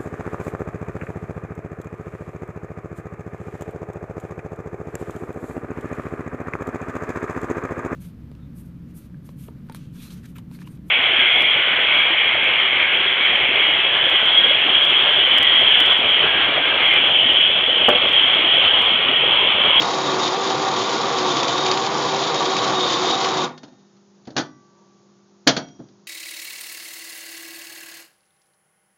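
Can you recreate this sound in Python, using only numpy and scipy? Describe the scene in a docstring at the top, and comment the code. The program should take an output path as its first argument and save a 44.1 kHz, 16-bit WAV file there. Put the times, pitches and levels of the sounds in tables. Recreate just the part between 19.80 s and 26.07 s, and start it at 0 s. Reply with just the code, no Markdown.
"""An electric burr grinder chews coffee beans: its motor whine sags and recovers, the crunch rings in its housing.
It runs down and the button clicks back. The steel filter holder knocks on its way out, and a heavy tub is set down
on the stove grate and rocks once. A small kitchen with a low hum; a narrow-band microphone clips the hardest peaks.
Motor: harmonics through resonances. Grinding: filtered random impulses and noise. Knocks: noise bursts, ringing modes."""
import sys
import numpy as np
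from scipy import signal
from scipy.fft import rfft, irfft, next_fast_len
from scipy.io import wavfile
from scipy.ndimage import map_coordinates

SR = 44100
rng = np.random.default_rng(int(sys.argv[2]) if len(sys.argv) > 2 else 0)


def generate_wav(signal):
    """Clip the signal to [-1, 1] and save it as 16-bit WAV at the path in sys.argv[1]."""
    frames = np.transpose(np.atleast_2d(signal))
    scaled = np.clip(frames, -1, 1) * 32767
    pcm = np.round(scaled).astype(np.int16)
    wavfile.write(sys.argv[1], SR, pcm)


N = 276507
STOP_S = 3.64  # the current is cut

# colour of a hard click or contact: f/Hz, level/dB per Hz
CLACK = [(250, -12.5), (680, 6.5), (1000, -5.5), (1550, 2), (2400, -3.5), (3000, -0.5), (3330, 3),
         (3900, 0), (4480, 5), (5000, -0.5), (5700, -2), (6300, -2), (9000, -20.5)]


def amp(db):
    """Decibels to amplitude."""
    return 10 ** (np.asarray(db) / 20)


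def unit(x):
    """x scaled to rms 1."""
    return x / np.sqrt(np.mean(x ** 2) + 1e-20)


def clock():
    """Time of every sample in seconds."""
    return np.arange(N) / SR


def along(points, hz):
    """Interpolate (Hz, value) points on a log frequency axis."""
    f, v = np.transpose(points)
    return np.interp(np.log(hz + 1), np.log(f + 1), v)


def curves(rows):
    """One value per sample for each column after the time."""
    s, *cols = np.transpose(rows)
    return [np.interp(clock(), s, c) for c in cols]


def wobble(rate):
    """A smooth random curve through normally distributed knots, rate knots a second."""
    s = np.arange(0, N / SR, 1 / (8 * rate))
    knots = rng.standard_normal(int(N * rate / SR) + 4)
    return np.interp(clock(), s, map_coordinates(knots, [s * rate]))


def filtered(x, response):
    """x shaped by a response given as a function of frequency."""
    m = next_fast_len(len(x) + 8192)  # padded so that the filter's tail does not wrap round
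    return irfft(rfft(x, m) * response(np.fft.rfftfreq(m, 1 / SR)), m)[:len(x)]


def coloured(x, spectrum):
    """x shaped by a (Hz, dB) spectrum, at rms 1."""
    return unit(filtered(x, lambda hz: amp(along(spectrum, hz))))


def add(track, s, sound):
    """Mix a sound into the track at s seconds."""
    part = track[round(s * SR):][:len(sound)]
    part += sound[:len(part)]


def fractures(rate, spread_db):
    """Randomly timed impulses, rate a second, of random sign and size, at rms 1."""
    happens = rng.random(N) < rate / SR
    sign = rng.choice([-1, 1], N)
    size = amp(spread_db * np.clip(rng.standard_normal(N), -2.5, 2.5))
    return unit(happens * sign * size)


def burst(spectrum, t60, attack):
    """A dense cluster of resonances, as coloured noise that starts sharply and dies away."""
    t = np.arange(SR // 2) / SR
    return coloured(rng.standard_normal(len(t)), spectrum) * amp(-60 * t / t60) * (1 - np.exp(-t / attack))


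def ring(modes, blows):
    """Damped modes (Hz, dB, t60 s) struck by (s, dB) blows."""
    t = np.arange(2 * SR) / SR
    response = np.zeros(len(t))
    for hz, db, t60 in modes:
        response += amp(db - 60 * t / t60) * np.sin(2 * np.pi * hz * t) * rng.choice([-1, 1])
    out = np.zeros(N)
    for s, db in blows:
        add(out, s, amp(db) * response)
    return out


def coasting():
    """Seconds since the current was cut."""
    return np.maximum(clock() - STOP_S, 0)


def background():
    """A low appliance hum of wavering sines over quiet coloured room noise."""
    # hum partials: f/Hz, level/dB rms
    hum_partials = [(199.2, -58.5), (351, -63.5), (398.4, -67)]
    # colour of the room noise: f/Hz, level/dB per Hz
    air = [(30, -31), (80, -15), (120, -0.5), (180, 3.5), (240, -4.5), (330, -5), (450, -7), (1250, -12.5),
           (1600, -18.5), (2500, -23.5), (5000, -19), (6700, -17.5), (9000, -42.5)]
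    hum = np.zeros(N)
    for hz, db in hum_partials:
        hum += np.sqrt(2) * amp(db) * np.sin(2 * np.pi * hz * clock() + .15 * wobble(14))
    return hum + amp(-59 + .6 * wobble(4)) * coloured(rng.standard_normal(N), air)


def motor_speed():
    """Motor tone in Hz: it sags under load, shudders as beans catch, and slows once the current is cut."""
    # motor tone dragged down by the beans, before shudder and run-down: t/s, f/Hz
    loaded_speed = [(0.0, 371.8), (0.2, 384), (0.52, 363.8), (0.56, 396), (0.68, 381), (0.88, 388.2),
                    (0.96, 369.6), (1.04, 386.4), (1.32, 399), (1.4, 371), (1.48, 368), (1.52, 348),
                    (1.64, 339.2), (1.8, 380), (1.88, 370.6), (2.2, 406.3), (2.32, 383.3), (2.48, 403.3),
                    (2.56, 380), (2.76, 379.3), (2.84, 393), (3.12, 357.2), (3.36, 385.6), (3.62, 371)]
    coast_s = .4  # time constant of the slowing rotor
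    shudder = .009 * wobble(60)
    return curves(loaded_speed)[0] * np.exp(-coasting() / coast_s) * (1 + shudder)


def motor(speed, phase):
    """Three fluttering harmonics, each swelling as the speed carries it through a panel resonance."""
    # harmonics 1 to 3 and the panel resonance each meets: level/dB at resonance, f/Hz, width/Hz
    harmonics = [(-28.5, 375.3, 25.6), (-35, 755, 150), (-31, 1090, 36)]
    rise_s, fade_db = .12, 520  # build-up (s); fade after the stop (dB per s)
    judder = .17 * wobble(120)  # radians
    whine = np.zeros(N)
    for k, (db, hz, width) in enumerate(harmonics, 1):
        resonance = 1 / np.hypot(1, 2 * (k * speed - hz) / width)
        flutter_db = 2.9 * wobble(22.014)
        whine += amp(db + flutter_db) * resonance * np.sin(k * (phase + judder))
    return np.sqrt(2) * whine * np.minimum(clock() / rise_s, 1) ** 2 * amp(-fade_db * coasting())


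def grinding(phase):
    """Fragments rattle the housing and crackle in clumps; they and the gear teeth set the burrs singing."""
    # how full the burrs are, as grinding level about its average: t/s, level/dB
    load = [(0.0, -1.8), (0.48, -2), (0.56, -1), (0.68, 0.2), (0.76, -4), (1.0, -0.2), (1.32, -1.5),
            (1.52, 2.1), (1.88, -0.5), (1.96, -1.5), (2.6, 1.2), (2.68, -1.8), (3.12, 2.5), (3.62, -1.4)]
    # colour of the rattle: f/Hz, level/dB per Hz
    rattle_colour = [(50, -52), (85, -22), (110, -9.5), (140, -9.5), (250, -5), (330, -3), (480, 0),
                     (620, -2.5), (800, -2), (1150, -1.5), (1300, -7), (1600, -12), (2600, -15.5),
                     (3600, -48)]
    # peaks and dips of the housing: f/Hz, width/Hz, level/dB
    housing_bells = [(144, 15, 8), (316, 25, 4), (420, 50, -3), (426.6, 21, -6), (477, 23, 4.5),
                     (617, 54, -4.5), (698, 29, 5.5), (936, 70, 2.5), (1160, 130, 4.5), (1429, 37, 6)]
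    # colour of the crunch: f/Hz, level/dB per Hz
    crunch_colour = [(900, -32.5), (1700, -4), (2700, -2.5), (3200, 5.5), (4400, 2), (5300, -1), (6400, -4),
                     (6900, -1.5), (9000, -12.5)]
    # resonances of the singing burrs: f/Hz, width/Hz, level/dB
    burr_modes = [(3190, 130, -10), (3533, 100, 0), (3782, 170, -1.5), (4660, 250, -13.5)]
    full_db = 2.5  # load above which the singing of the burrs grows no further

    def housing(hz):
        return amp(sum(db / (1 + ((hz - c) / (width / 2)) ** 2) for c, width, db in housing_bells))

    def burr(hz):
        response = 0
        for k, (c, width, db) in enumerate(burr_modes):
            damping = 1j * hz * width
            response = response + (-1) ** k * amp(db) * damping / (c * c - hz * hz + damping)
        return response

    load_db, off = curves(load)[0] + 0.88 * wobble(16), coasting()
    # level at 0 dB load (dB), growth (dB per dB of load), fade after the stop (dB per s), wobble (dB)
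    rattle_db = -22.5 + .1 * load_db - 238 * off + 0.69 * wobble(14)
    scrape_db = -33 + 1.4 * np.minimum(load_db, full_db) - 400 * off + 2.1 * wobble(16)
    crunch_db = -28 + 0.55 * load_db - 350 * off + 0.97 * wobble(14)

    clumps = amp(1.46 * wobble(90))
    rattle = unit(filtered(fractures(rate=5000, spread_db=2.5),
                           lambda hz: amp(along(rattle_colour, hz)) * housing(hz)))
    # ten teeth pass unevenly in each cycle of the motor tone
    teeth = amp(-15) * np.sin(10 * phase + .55 * wobble(150)) * amp(3 * wobble(70))
    scrape = unit(filtered(fractures(rate=3300, spread_db=0.5) * clumps + teeth, burr))
    powder = .7 * rng.standard_normal(N)
    crunch = coloured(clumps * (fractures(rate=2500, spread_db=2.0) + powder), crunch_colour)
    return amp(rattle_db) * rattle + amp(scrape_db) * scrape + amp(crunch_db) * crunch


def chips(count):
    """Bits of bean flick against the chamber: short decaying sines with noise, random in pitch and size."""
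    out, t = np.zeros(N), np.arange(SR // 30) / SR
    for when, pitch, size in rng.random((count, 3)):
        hz = 2500 + 3000 * pitch
        tick = np.sin(2 * np.pi * hz * t) + 0.62 * rng.standard_normal(len(t))
        add(out, when * STOP_S, amp(-32.0 + 8.4 * size - 60 * t / 0.025) * tick)
    return out


def bean_bursts():
    """Whole beans burst loudly between the burrs, each a very short noise burst."""
    # bursting beans: t/s, level/dB
    beans = [(0.019, -15), (0.105, -22), (0.477, -21), (0.703, -25), (1.385, -19.5), (1.569, -20.5),
             (1.631, -17), (1.68, -22), (1.779, -17), (1.862, -19), (1.914, -13), (1.974, -19.5),
             (2.544, -20.5), (2.766, -15.5), (3.445, -21)]
    # colour of a bursting bean: f/Hz, level/dB per Hz
    crack = [(500, -18.5), (1500, -13), (2400, 0.5), (3300, -2.5), (3900, -6.5), (4600, 0), (5300, -6.5),
             (7000, -9), (9000, -19)]
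    out = np.zeros(N)
    for s, db in beans:
        add(out, s, amp(db) * burst(crack, t60=0.038, attack=0.00035))
    return out


def body_ring():
    """The grinder's body modes ring on after the stop."""
    # modes of the body, relative level: f/Hz, level/dB, t60/s
    body = [(153.8, -3.5, 0.42), (248, -0.5, 0.66), (820, -22, 1.5), (1814, -23.5, 1.16),
            (3704, -19.5, 1.12)]
    return amp(-32.5) * ring(body, [(STOP_S, 0)])


def light_clicks():
    """The button and the holder click: short bright noise bursts."""
    # light clicks: t/s, level/dB
    clicks = [(3.777, -40.5), (3.832, -42), (3.991, -59), (4.167, -58), (4.453, -52), (4.472, -42.5),
              (4.504, -44.5), (5.884, -49), (6.086, -56)]
    out = np.zeros(N)
    for s, db in clicks:
        add(out, s, amp(db) * burst(CLACK, t60=0.058, attack=.0004))
    return out


def knocks(table, metal):
    """Each blow thuds in the counter (soft contact is duller), clacks at the contact and leaves the metal ringing."""
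    # modes of the counter top, relative level: f/Hz, level/dB, t60/s
    counter = [(120, -8.5, 0.39), (144.5, -6, 0.3), (212, -8.5, 0.18), (254, 1, 0.18), (307, -4, 0.24)]
    # colour of the thud: f/Hz, level/dB per Hz
    thud_colour = [(40, -19.5), (75, -15), (125, -10), (190, -3), (270, 1.5), (440, -6), (660, -2.5),
                   (950, -9), (1600, -5), (4000, -31)]
    # thud bandwidth when clack and thud are equal (Hz); extra clack that doubles it (dB)
    equal_hz, doubling_db = 1150, 19.5
    blows = np.array(table)
    out = amp(-12) * ring(counter, blows[:, [0, 1]]) + ring(metal, blows[:, [0, 3]])
    for s, thud_db, clack_db, _ in table:
        contact_hz = equal_hz * 2 ** ((clack_db - thud_db) / doubling_db)

        def softness(hz):  # second-order low-pass
            return 1 / (1 + 1j * np.sqrt(2) * hz / contact_hz - (hz / contact_hz) ** 2)

        thud = filtered(burst(thud_colour, t60=0.17, attack=0.0032), softness)
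        add(out, s - .002, amp(thud_db) * thud)
        add(out, s, amp(clack_db) * burst(CLACK, t60=0.095, attack=0.0015))
    return out


def button_and_holder_knocks():
    """The grinder's button releases with a few dull knocks; then hand and steel filter holder knock on the
    grinder and the steel rings."""
    # blows: t/s, thud level/dB, clack level/dB, holder ring level/dB
    blows = [(3.833, -36, -44, -71), (3.879, -47, -54, -72), (3.922, -46, -60, -79), (4.476, -25, -52, -78),
             (4.521, -35.5, -68, -90.5), (4.556, -33, -52, -75), (4.565, -21, -18.5, -49.5),
             (4.577, -15.5, -17, -28), (4.596, -24.5, -29, -43.5)]
    # modes of the holder, relative level: f/Hz, level/dB, t60/s
    holder = [(818, -34.5, 1.5), (888, -38.5, 1.3), (1156, -29, 3), (1494, -1, 0.25), (1550, -35, 1.8),
              (1770, -1, 0.16), (1970, -21, 0.63), (3390, -12, 0.17), (3478, -6, .17), (4468, -14, .19),
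              (5000, -18, .18), (5700, -24.5, 0.74)]
    return knocks(blows, holder)


def rub():
    """A faint, brief squeak of narrow-band noise as the tub is lifted over."""
    swell = np.exp(-((clock() - 4.99) / 0.064) ** 2)
    return amp(-63) * swell * coloured(rng.standard_normal(N), [(750, -38), (910, 2), (970, -2), (1150, -40)])


def tub_knocks():
    """The tub touches, lands, rocks and settles, and the stove grate rings under it."""
    # blows: t/s, thud level/dB, clack level/dB, grate ring level/dB
    blows = [(5.668, -14.5, -30, -57), (5.672, -15, -4.5, -25), (5.686, -14, -14, -41),
             (5.765, -17.5, -19.5, -30), (5.994, -26.5, -60.5, -71)]
    # modes of the grate, relative level: f/Hz, level/dB, t60/s
    grate = [(639, 1.5, 0.18), (706, -2, 0.36), (907, -21.5, .7), (1475, -10, 0.28), (1980, -22, 0.4),
             (2230, -12.5, 0.31), (2630, -16, .2), (3252, -11.5, .48), (4470, 1, 0.1), (5720, -26.5, 0.79),
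             (5745, -23.5, .7), (6320, -36, .6)]
    return knocks(blows, grate)


def kitchen(x):
    """The room's answer: a noise tail, 5 ms late, in which each frequency dies at its own speed."""
    # reverberation of the kitchen: f/Hz, t60/s
    decay = [(120, 0.82), (400, 0.35), (1500, 0.25), (6000, 0.22)]
    hz, t, z = signal.stft(rng.standard_normal(SR), SR, nperseg=256)
    fading = z * amp(-60 * t / along(decay, hz)[:, None])
    tail = signal.istft(fading, SR, nperseg=256)[1]
    return signal.fftconvolve(x, np.pad(tail, (SR // 200, 0)) / np.linalg.norm(tail))[:N]


def scene():
    """The grinder, then the holder and the tub, close by in a small kitchen."""
    speed = motor_speed()
    phase = 2 * np.pi * np.cumsum(speed) / SR
    grinder = motor(speed, phase) + grinding(phase) + chips(count=60) + bean_bursts() + body_ring()
    near = grinder + light_clicks() + button_and_holder_knocks() + rub() + tub_knocks()
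    return (near + amp(-14) * kitchen(near) + background())[None]


def record(dry):
    """The microphone loses the highest treble, then clips on the hardest peaks."""
    # microphone response: f/Hz, level/dB
    microphone = [(35, -14.5), (65, -9), (110, -0.5), (6950, 0.5), (7350, -13), (7900, -26.5),
                  (9000, -28.5), (9600, -67.5)]
    top_hz = 16300  # steep upper limit, after the clipping
    x = filtered(dry[0], lambda hz: amp(along(microphone, hz)))
    ceiling, hardness = .75, 16  # peak amplitude; sharpness of the clipping knee
    x = x / (1 + np.abs(x / ceiling) ** hardness) ** (1 / hardness)
    return filtered(x, lambda hz: 1 / (1 + (hz / top_hz) ** 120))[None]


dry = scene()
out = record(dry)
generate_wav(out)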